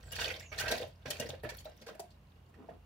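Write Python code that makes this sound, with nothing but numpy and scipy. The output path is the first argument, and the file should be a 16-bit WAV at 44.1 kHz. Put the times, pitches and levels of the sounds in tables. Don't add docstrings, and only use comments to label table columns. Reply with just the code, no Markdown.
import sys
import numpy as np
from scipy import signal
from scipy.fft import rfft, irfft
from scipy.io import wavfile
from scipy.ndimage import uniform_filter1d

SR = 44100
rng = np.random.default_rng(int(sys.argv[2]) if len(sys.argv) > 2 else 0)


def nominal_scale(level):
    x = np.asarray(level, float) / 20
    return 10 ** x


def generate_wav(signal):
    frames = np.transpose(np.atleast_2d(signal))
    scaled = np.clip(frames, -1, 1) * 32767
    pcm = np.round(scaled).astype(np.int16)
    wavfile.write(sys.argv[1], SR, pcm)


N = 125685
TIME = np.arange(N) / SR
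FREQS = np.fft.rfftfreq(N, 1 / SR) + 1.0

# [t/s, level/dB]
STREAM = [(0.0, -62), (.116, -62), (.123, -57), (.25, -39.5), (.42, -61.5), (.512, -77), (.52, -52),
          (.7, -39.5), (.84, -51), (.93, -71), (1.052, -78), (1.058, -47.5), (1.35, -57.5), (1.428, -83),
          (1.436, -59), (1.74, -72), (1.9, -64.5), (2.13, -82)]
# [t/s, peak level/dB, f/Hz]
GULP_EVENTS = [(0.132, -46, 524), (0.163, -59, 595), (0.208, -42, 553), (0.235, -46.5, 680),
               (0.255, -37.5, 534), (0.272, -41, 532), (0.312, -39.5, 520), (0.345, -47, 633),
               (0.375, -47.5, 546), (0.436, -59, 514), (0.517, -42.5, 630), (0.585, -64, 660),
               (0.603, -40, 790), (0.666, -34.5, 640), (0.683, -38.5, 640), (0.704, -38.5, 452),
               (0.72, -25.5, 631), (0.77, -39, 568), (0.802, -34.5, 492), (0.817, -35, 563),
               (0.835, -36.5, 630), (1.055, -38.5, 498), (1.081, -37, 572), (1.103, -35.5, 577),
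               (1.198, -30.5, 577), (1.22, -35.5, 470), (1.25, -37, 462), (1.291, -33, 569),
               (1.33, -36, 527), (1.365, -52, 560), (1.435, -36, 591), (1.452, -33, 603), (1.492, -45, 580),
               (1.52, -44.5, 528), (1.655, -36, 622), (1.675, -47, 566), (1.817, -48.5, 544),
               (1.867, -43.5, 460), (1.889, -39, 553), (1.91, -45.5, 445), (1.95, -46, 624),
               (1.995, -35, 687), (2.035, -50.5, 636), (2.687, -39.5, 686)]
# [t/s, peak level/dB, centre f/Hz, length/s]
SLAP_EVENTS = [(.1203, -35, 2825, 0.03), (.122, -43, 1592, 0.042), (.1577, -37.5, 4310, 0.037),
               (.1871, -25, 1603, 0.014), (.2055, -30, 1540, 0.03), (.2096, -28.5, 2845, 0.016),
               (.245, -28, 2913, 0.018), (.25, -38, 1505, 0.011), (.3024, -25, 2060, 0.011),
               (.303, -46.5, 1600, 0.018), (.4016, -42, 2254, 0.0092), (.5184, -37, 2200, 0.028),
               (.5184, -38, 1213, 0.038), (.5842, -28.5, 4150, 0.011), (.5842, -29.5, 1770, 0.017),
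               (.598, -27.5, 2820, 0.0088), (.607, -26.5, 1517, 0.016), (.6581, -25, 1562, 0.017),
               (.68, -31.5, 1600, 0.031), (.68, -24.5, 2630, .008), (.707, -27, 1574, 0.032),
               (.714, -24, 3850, 0.012), (.8142, -37.5, 1983, 0.0087), (1.0562, -35.5, 1590, 0.023),
               (1.058, -44, 3996, 0.033), (1.105, -29.5, 4310, 0.0081), (1.106, -24.5, 3080, 0.0086),
               (1.13, -34, 2440, 0.0044), (1.1664, -37, 2370, 0.0043), (1.1973, -34.5, 2797, 0.03),
               (1.2234, -36, 1985, 0.012), (1.225, -46, 1556, 0.0072), (1.2896, -46.5, 1580, 0.014),
               (1.3385, -42.5, 1700, 0.0076), (1.4343, -37.5, 1780, 0.01), (1.446, -32, 1707, 0.02),
               (1.4892, -37.5, 1727, 0.033), (1.4892, -35.5, 2300, .01), (1.5835, -41.5, 4380, 0.0076),
               (1.6518, -38.5, 3890, 0.0075), (1.665, -48, 1343, 0.019), (1.8189, -45, 2160, 0.0072),
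               (1.8673, -41, 1580, 0.01), (1.885, -36.5, 1112, 0.018), (1.9481, -49.5, 1660, 0.011)]
# [t/s, peak level/dB, centre f/Hz, length/s]
SPRAY_EVENTS = [(0.066, -58.5, 7200, 0.0072), (0.118, -38.5, 8460, 0.0095), (0.154, -38, 5400, .01),
                (0.202, -34.5, 5760, 0.016), (0.228, -41, 6750, 0.015), (0.312, -47, 6400, 0.012),
                (0.396, -51, 8250, 0.011), (0.527, -73, 5960, .02), (0.58, -36, 5940, 0.0071),
                (0.5957, -32, 6540, 0.015), (0.681, -35.5, 5470, 0.0066), (0.711, -31, 7140, 0.0091),
                (0.773, -44, 8850, 0.0081), (0.811, -47, 7150, 0.0047), (0.876, -58.5, 10100, .005),
                (1.1028, -30.5, 7500, 0.0068), (1.1978, -31.5, 6800, 0.0044), (1.2894, -40, 6100, 0.0054),
                (1.4315, -52.5, 10600, 0.015), (1.4907, -42, 5960, .014), (1.541, -54.5, 11500, 0.004),
                (1.567, -46, 12400, 0.0061), (1.592, -54, 7700, 0.019), (1.645, -52, 13700, 0.0067),
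                (1.764, -63, 11600, 0.0085), (1.814, -53.5, 5760, 0.013), (1.864, -50, 5740, 0.0085),
                (1.879, -50, 5060, 0.017), (1.948, -58, 8300, 0.0044), (1.9949, -41, 7800, 0.0073)]
# [t/s, peak level/dB, f/Hz]
BOOM_EVENTS = [
    (0.128, -60, 139.6),
    (0.634, -50, 108),
    (0.71, -46.5, 241.5),
    (1.061, -46.5, 136),
    (1.194, -45.5, 128),
    (1.289, -48.5, 135),
    (1.437, -44, 123),
    (1.81, -56.5, 220.7),
]
# [t/s, peak level/dB, centre f/Hz]
CREASE_EVENTS = [
    (2.1028, -49.5, 4240),
    (2.5396, -49.5, 1840),
    (2.691, -47.5, 1790),
]
# [peak t/s, half width/s, level/dB]
SQUEEZE_EVENTS = [
    (2.62, 0.059, -53.5),
    (2.73, 0.037, -56),
]
# [start t/s, length/s, from f/Hz, to f/Hz, level/dB]
WHISTLE_EVENTS = [
    (0.031, 0.19, 8000, 5300, -68),
    (0.389, 0.16, 7470, 5200, -64.5),
    (0.42, 0.047, 2000, 2800, -57),
]
# [f/Hz, width/Hz, level/dB]
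JAR_MODES = [(1580, 16, 0), (2142, 7.7, 9), (2780, 44, -6), (3127, 20, 3.5)]
# [f/Hz, level per Hz/dB]
CHURN_COLOUR = [(800, 3.5), (1500, 0.5), (4500, -1.5), (8000, -13), (16000, -10.5)]
# [f/Hz, level per Hz/dB]
SPRAY_COLOUR = [(3000, 4.5), (4500, 1), (8500, -8), (11000, -3), (16000, -0.5)]
# [t/s, level/dB]
RUMBLE_LEVEL = [(0.0, -53), (0.22, -50), (.47, -55), (.68, -49.5), (1.0, -57.5), (1.6, -53.5), (1.9, -63.5),
                (2.3, -60.5), (2.85, -61)]
# [f/Hz, width/Hz, level/dB]
DRONES = [(56.2, 13, 0.5), (85.1, 7.4, 3), (124.4, 21.6, -3)]
# [f/Hz, level per Hz/dB]
AIR_COLOUR = [(90, -39), (150, 2.5), (330, -12.5), (1100, -14.5), (1500, -19.5), (8000, -37),
              (13000, -35.5)]
# [f/Hz, level difference/dB]
LEFT_OVER_RIGHT = [(400, 0.5), (640, 1.5), (1400, -11), (6000, -0.5), (12000, 11.5)]
# [f/Hz, likeness 0 to 1]
LEFT_RIGHT_LIKENESS = [(130, 1), (300, 0.79), (1400, 0), (6000, 0.14)]


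def rms_one(x):
    return x / np.sqrt(np.mean(x ** 2) + 1e-20)


def in_time(rows):
    s, level = np.transpose(rows)
    return np.interp(TIME, s, level)


def at_hz(points):
    hz, value = np.transpose(points)
    return np.interp(np.log(FREQS), np.log(hz), value)


def colour(x, spectrum):
    return rms_one(irfft(rfft(x) * nominal_scale(at_hz(spectrum)), N))


def drift(rate_hz):
    r = np.exp(-2 * np.pi * rate_hz / SR)
    settle = 20000
    walk = signal.lfilter([1], [1, -2 * r, r * r], rng.standard_normal(N + settle))
    return rms_one(walk[settle:])


def resonate(x, hz, width_hz):
    r = np.exp(-np.pi * width_hz / SR)
    top = np.array([1, 0, -1]) * (1 - r * r) / 2
    bottom = [1, -2 * r * np.cos(2 * np.pi * hz / SR), r * r]
    return signal.lfilter(top, bottom, x + 1e-18)


def burst(t, length_s, fall_s, rise_s=0.00027):
    rise = np.clip(t / rise_s, 0, 1)
    return rise * np.exp(-np.clip(t - length_s, 0, None) / fall_s)


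def grains(per_s, spread_db, count):
    sizes = nominal_scale(spread_db * np.minimum(rng.exponential(1, count), 4))
    signs = rng.choice([-1, 1], count)
    return rms_one(sizes * signs * (rng.random(count) < per_s / SR))


def bubbles(rows, fall_s, spread, cycles, rise, swarm_db, hiss_db, swell_s, thump_db):
    out, t = np.zeros(N + SR), np.arange(4000) / SR
    draws = rng.standard_normal((len(rows), 10, 3))
    for (s, db, hz, length_s), draw in zip(rows, draws):
        early_db = 15 * min(s - 1.1, 0)
        thump_hz = hz * 0.58 * np.exp(0.167 * draw[0, 1])
        thump = nominal_scale(thump_db + 4.1 * draw[0, 2] + early_db) * np.sin(2 * np.pi * thump_hz * t)
        large = np.sin(2 * np.pi * hz * (t + rise * t * t))
        tone = (large + thump) * burst(t, length_s * 0.48, fall_s * 0.46, swell_s)

        birth_s = np.abs(draw[:, :1]) * (length_s + fall_s) * 0.74
        age = np.clip(t - birth_s, 0, None)
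        pitch = hz * np.exp(spread * draw[:, 1:2])
        swarm = nominal_scale(4.6 * draw[:, 2:]) * np.sin(2 * np.pi * pitch * (age + 1.6 * rise * age * age))
        swarm = swarm * np.exp(-age * pitch / cycles) * np.clip(age * pitch / 1.5, 0, 1)

        hiss = resonate(grains(4000, 5.5, len(t)), hz, hz * spread * 2.63)
        hiss = rms_one(resonate(hiss, hz, hz * 0.96))
        small = nominal_scale(swarm_db) * swarm.sum(0) + nominal_scale(hiss_db) * hiss
        start = int(s * SR)
        out[start:start + len(t)] += nominal_scale(db - 3.5) * (tone + burst(t, length_s, fall_s) * small)
    return out[:N]


def jar(x, ring_db):
    ring = 0
    for k, (hz, width_hz, db) in enumerate(JAR_MODES):
        ring = ring + nominal_scale(db) * resonate(x, hz, width_hz) * (-1) ** k
    return x + nominal_scale(ring_db) * ring


def gulps():
    rows = [(*row, 0.01174) for row in GULP_EVENTS]
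    return bubbles(rows, fall_s=0.01229, spread=0.21, cycles=1.6, rise=0.4,
                   swarm_db=-6, hiss_db=-13.0, swell_s=0.00096, thump_db=-8)


def slaps():
    dry_slaps = bubbles(SLAP_EVENTS, fall_s=0.005, spread=0.352, cycles=7.9, rise=1.02,
                        swarm_db=-8.5, hiss_db=-8.5, swell_s=0.0013, thump_db=-12.5)
    return jar(dry_slaps, 0.55)


def churn():
    flow_db = in_time(STREAM)
    clicks = grains(450, 3.9, N)
    dealt = rng.integers(0, 16, N)
    blips = 0
    for k, hz in enumerate(np.geomspace(1100, 6500, 16)):
        blips = blips + resonate(clicks * (dealt == k), hz, hz / 12.0)
    seethe = colour(rms_one(blips) + 0.59 * grains(6000, 0.45, N), CHURN_COLOUR)
    fizz = rms_one(jar(seethe, 2.8))
    clicks = grains(500, 4.6, N)
    gurgle = resonate(clicks, 630, 130) + resonate(clicks, 470, 150) + 0.7 * resonate(clicks, 300, 200)
    fizz_gain = nominal_scale(flow_db + 3.33 * drift(39))
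    gurgle_gain = nominal_scale(flow_db - 4.5 + 1.0 * drift(22))
    return fizz_gain * fizz + gurgle_gain * rms_one(gurgle)


def spray():
    size, octaves = 4096, 0.7
    out, t = np.zeros((2, N + SR)), np.arange(size) / SR
    hz_axis = np.fft.rfftfreq(size, 1 / SR) + 1
    hiss = rms_one(np.array([colour(grains(14000, 0.93, N), SPRAY_COLOUR) for _ in range(2)]))
    for s, db, hz, length_s in SPRAY_EVENTS:
        i = int(s * SR)
        bell = np.exp(-(np.log2(hz_axis / hz) / octaves) ** 2)
        tinted = rms_one(irfft(rfft(hiss[:, i:i + size]) * (bell + 0.25), size))
        out[:, i:i + size] += nominal_scale(db - 8.5) * burst(t, length_s, 0.0055) * tinted
    return out[:, :N]


def tint_pour(pour):
    valley = resonate(pour, 1180, 450)
    ring = resonate(pour, 600, 160)
    return pour - 0.65 * valley + 0.35 * ring


def booms():
    out = 0
    for s, db, hz in BOOM_EVENTS:
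        t = np.clip(TIME - s, 0, None)
        tone = np.sin(2 * np.pi * hz * t) + 0.35 * np.sin(2 * np.pi * 1.9 * hz * t)
        out = out + nominal_scale(db + 4.0) * burst(t, 0.0044, 0.034, 0.0022) * tone
    return out


def whistles():
    out, wobble = np.zeros(N), drift(300) + 1j * drift(316)
    for s, length_s, from_hz, to_hz, db in WHISTLE_EVENTS:
        u = np.clip((TIME - s) / length_s, 0, 1)
        hz = from_hz + (to_hz - from_hz) * u ** 1.5
        breath = np.real(wobble * np.exp(2j * np.pi * np.cumsum(hz) / SR))
        out += nominal_scale(db) * np.sin(np.pi * u) ** 0.24 * breath
    return out


def creases():
    clicks, out = grains(3000, 1.5, N), 0
    for s, db, hz in CREASE_EVENTS:
        crackle = rms_one(resonate(clicks, hz, hz * 0.25))
        out = out + nominal_scale(db - 16.5) * burst(TIME - s, 0.0085, 0.012) * crackle
    return out


def squeezes():
    envelope = sum(nominal_scale(db) * np.exp(-((TIME - s) / width_s) ** 2) for s, width_s, db in SQUEEZE_EVENTS)
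    rustle = resonate(grains(600, 1.7, N), 210, 180)
    return envelope * rms_one(resonate(rustle, 170, 680))


def ports(x):
    lead = 1.4 * np.exp(-((FREQS - 700) / 110) ** 2)
    tilt = at_hz(LEFT_OVER_RIGHT) / 2
    lags_s = rng.uniform(0.0002, 0.003, (2, 5, 1))
    echoes = np.exp(-2j * np.pi * FREQS * lags_s).sum(1)
    paths = 1 + nominal_scale(-2) * echoes / (1 - 1j * 1500 / FREQS) ** 2
    paths = paths / np.abs(paths) ** 0.6 * nominal_scale(-2)
    sides = np.array([nominal_scale(tilt), nominal_scale(-tilt) * np.exp(-1j * lead)])
    return irfft(rfft(x) * paths * sides, N)


def room(x):
    t60_s, wall_cut_hz = 0.2, 16500
    t, noise = np.arange(SR // 2) / SR, rng.standard_normal((2, SR // 2))
    dull = signal.lfilter([1], [1, -np.exp(-2 * np.pi * wall_cut_hz / SR)], noise)
    late = dull * nominal_scale(-60 * t / t60_s)
    early = 1.03 * noise * nominal_scale(-60 * t / 0.026)
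    tail = rfft((late + early) * np.clip(t / 0.0031, 0, 1))
    fine, broad = (uniform_filter1d(np.abs(tail) ** 2, size=k) for k in (25, 500))
    tail = irfft(tail * np.sqrt(broad / fine))
    tail = tail / np.sqrt(np.mean(tail ** 2) * len(t))
    return signal.fftconvolve(x[None], tail, axes=1)[:, :N]


def diffuse():
    mid, side = rfft(rng.standard_normal((2, N)))
    alike = np.clip(at_hz(LEFT_RIGHT_LIKENESS), 0, 1)
    return irfft(np.sqrt(1 + alike) * mid + np.sqrt(1 - alike) * side * [[1], [-1]], N)


def rumble():
    noise, low = diffuse(), 0
    for hz, width_hz, db in DRONES:
        rough = rms_one(resonate(resonate(noise, hz, width_hz), hz, width_hz * 2.2))
        low = low + nominal_scale(db) * (rough + 1.23 * np.sin(2 * np.pi * hz * TIME))
    whine = nominal_scale(-81) * rms_one(resonate(noise, 2800, 200))
    room_tone = nominal_scale(-66) * colour(diffuse(), AIR_COLOUR)
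    return nominal_scale(in_time(RUMBLE_LEVEL)) * rms_one(low) + whine + room_tone


def scene():
    near, own = spray()
    pour = tint_pour(gulps() + nominal_scale(-4.5) * slaps() + churn() + near)
    pour = pour + creases() + squeezes()
    air = whistles()
    direct = ports(pour + booms()) + own * [[1.3], [-0.7]] + air * nominal_scale([[-4], [2]])
    reflected = nominal_scale(-5.5) * room(pour + air)
    return direct + reflected + rumble() * nominal_scale([[-0.6], [0.6]])


def top_cut(x):
    return signal.sosfilt(signal.butter(12, 16710, fs=SR, output="sos"), x)


def record(dry):
    no_top = signal.sosfilt(signal.cheby2(12, 50, 16420, fs=SR, output="sos"), dry)
    mix = signal.sosfilt(signal.butter(4, 38, "high", fs=SR, output="sos"), no_top)
    return top_cut(mix)


dry = scene()
out = record(dry)
generate_wav(out)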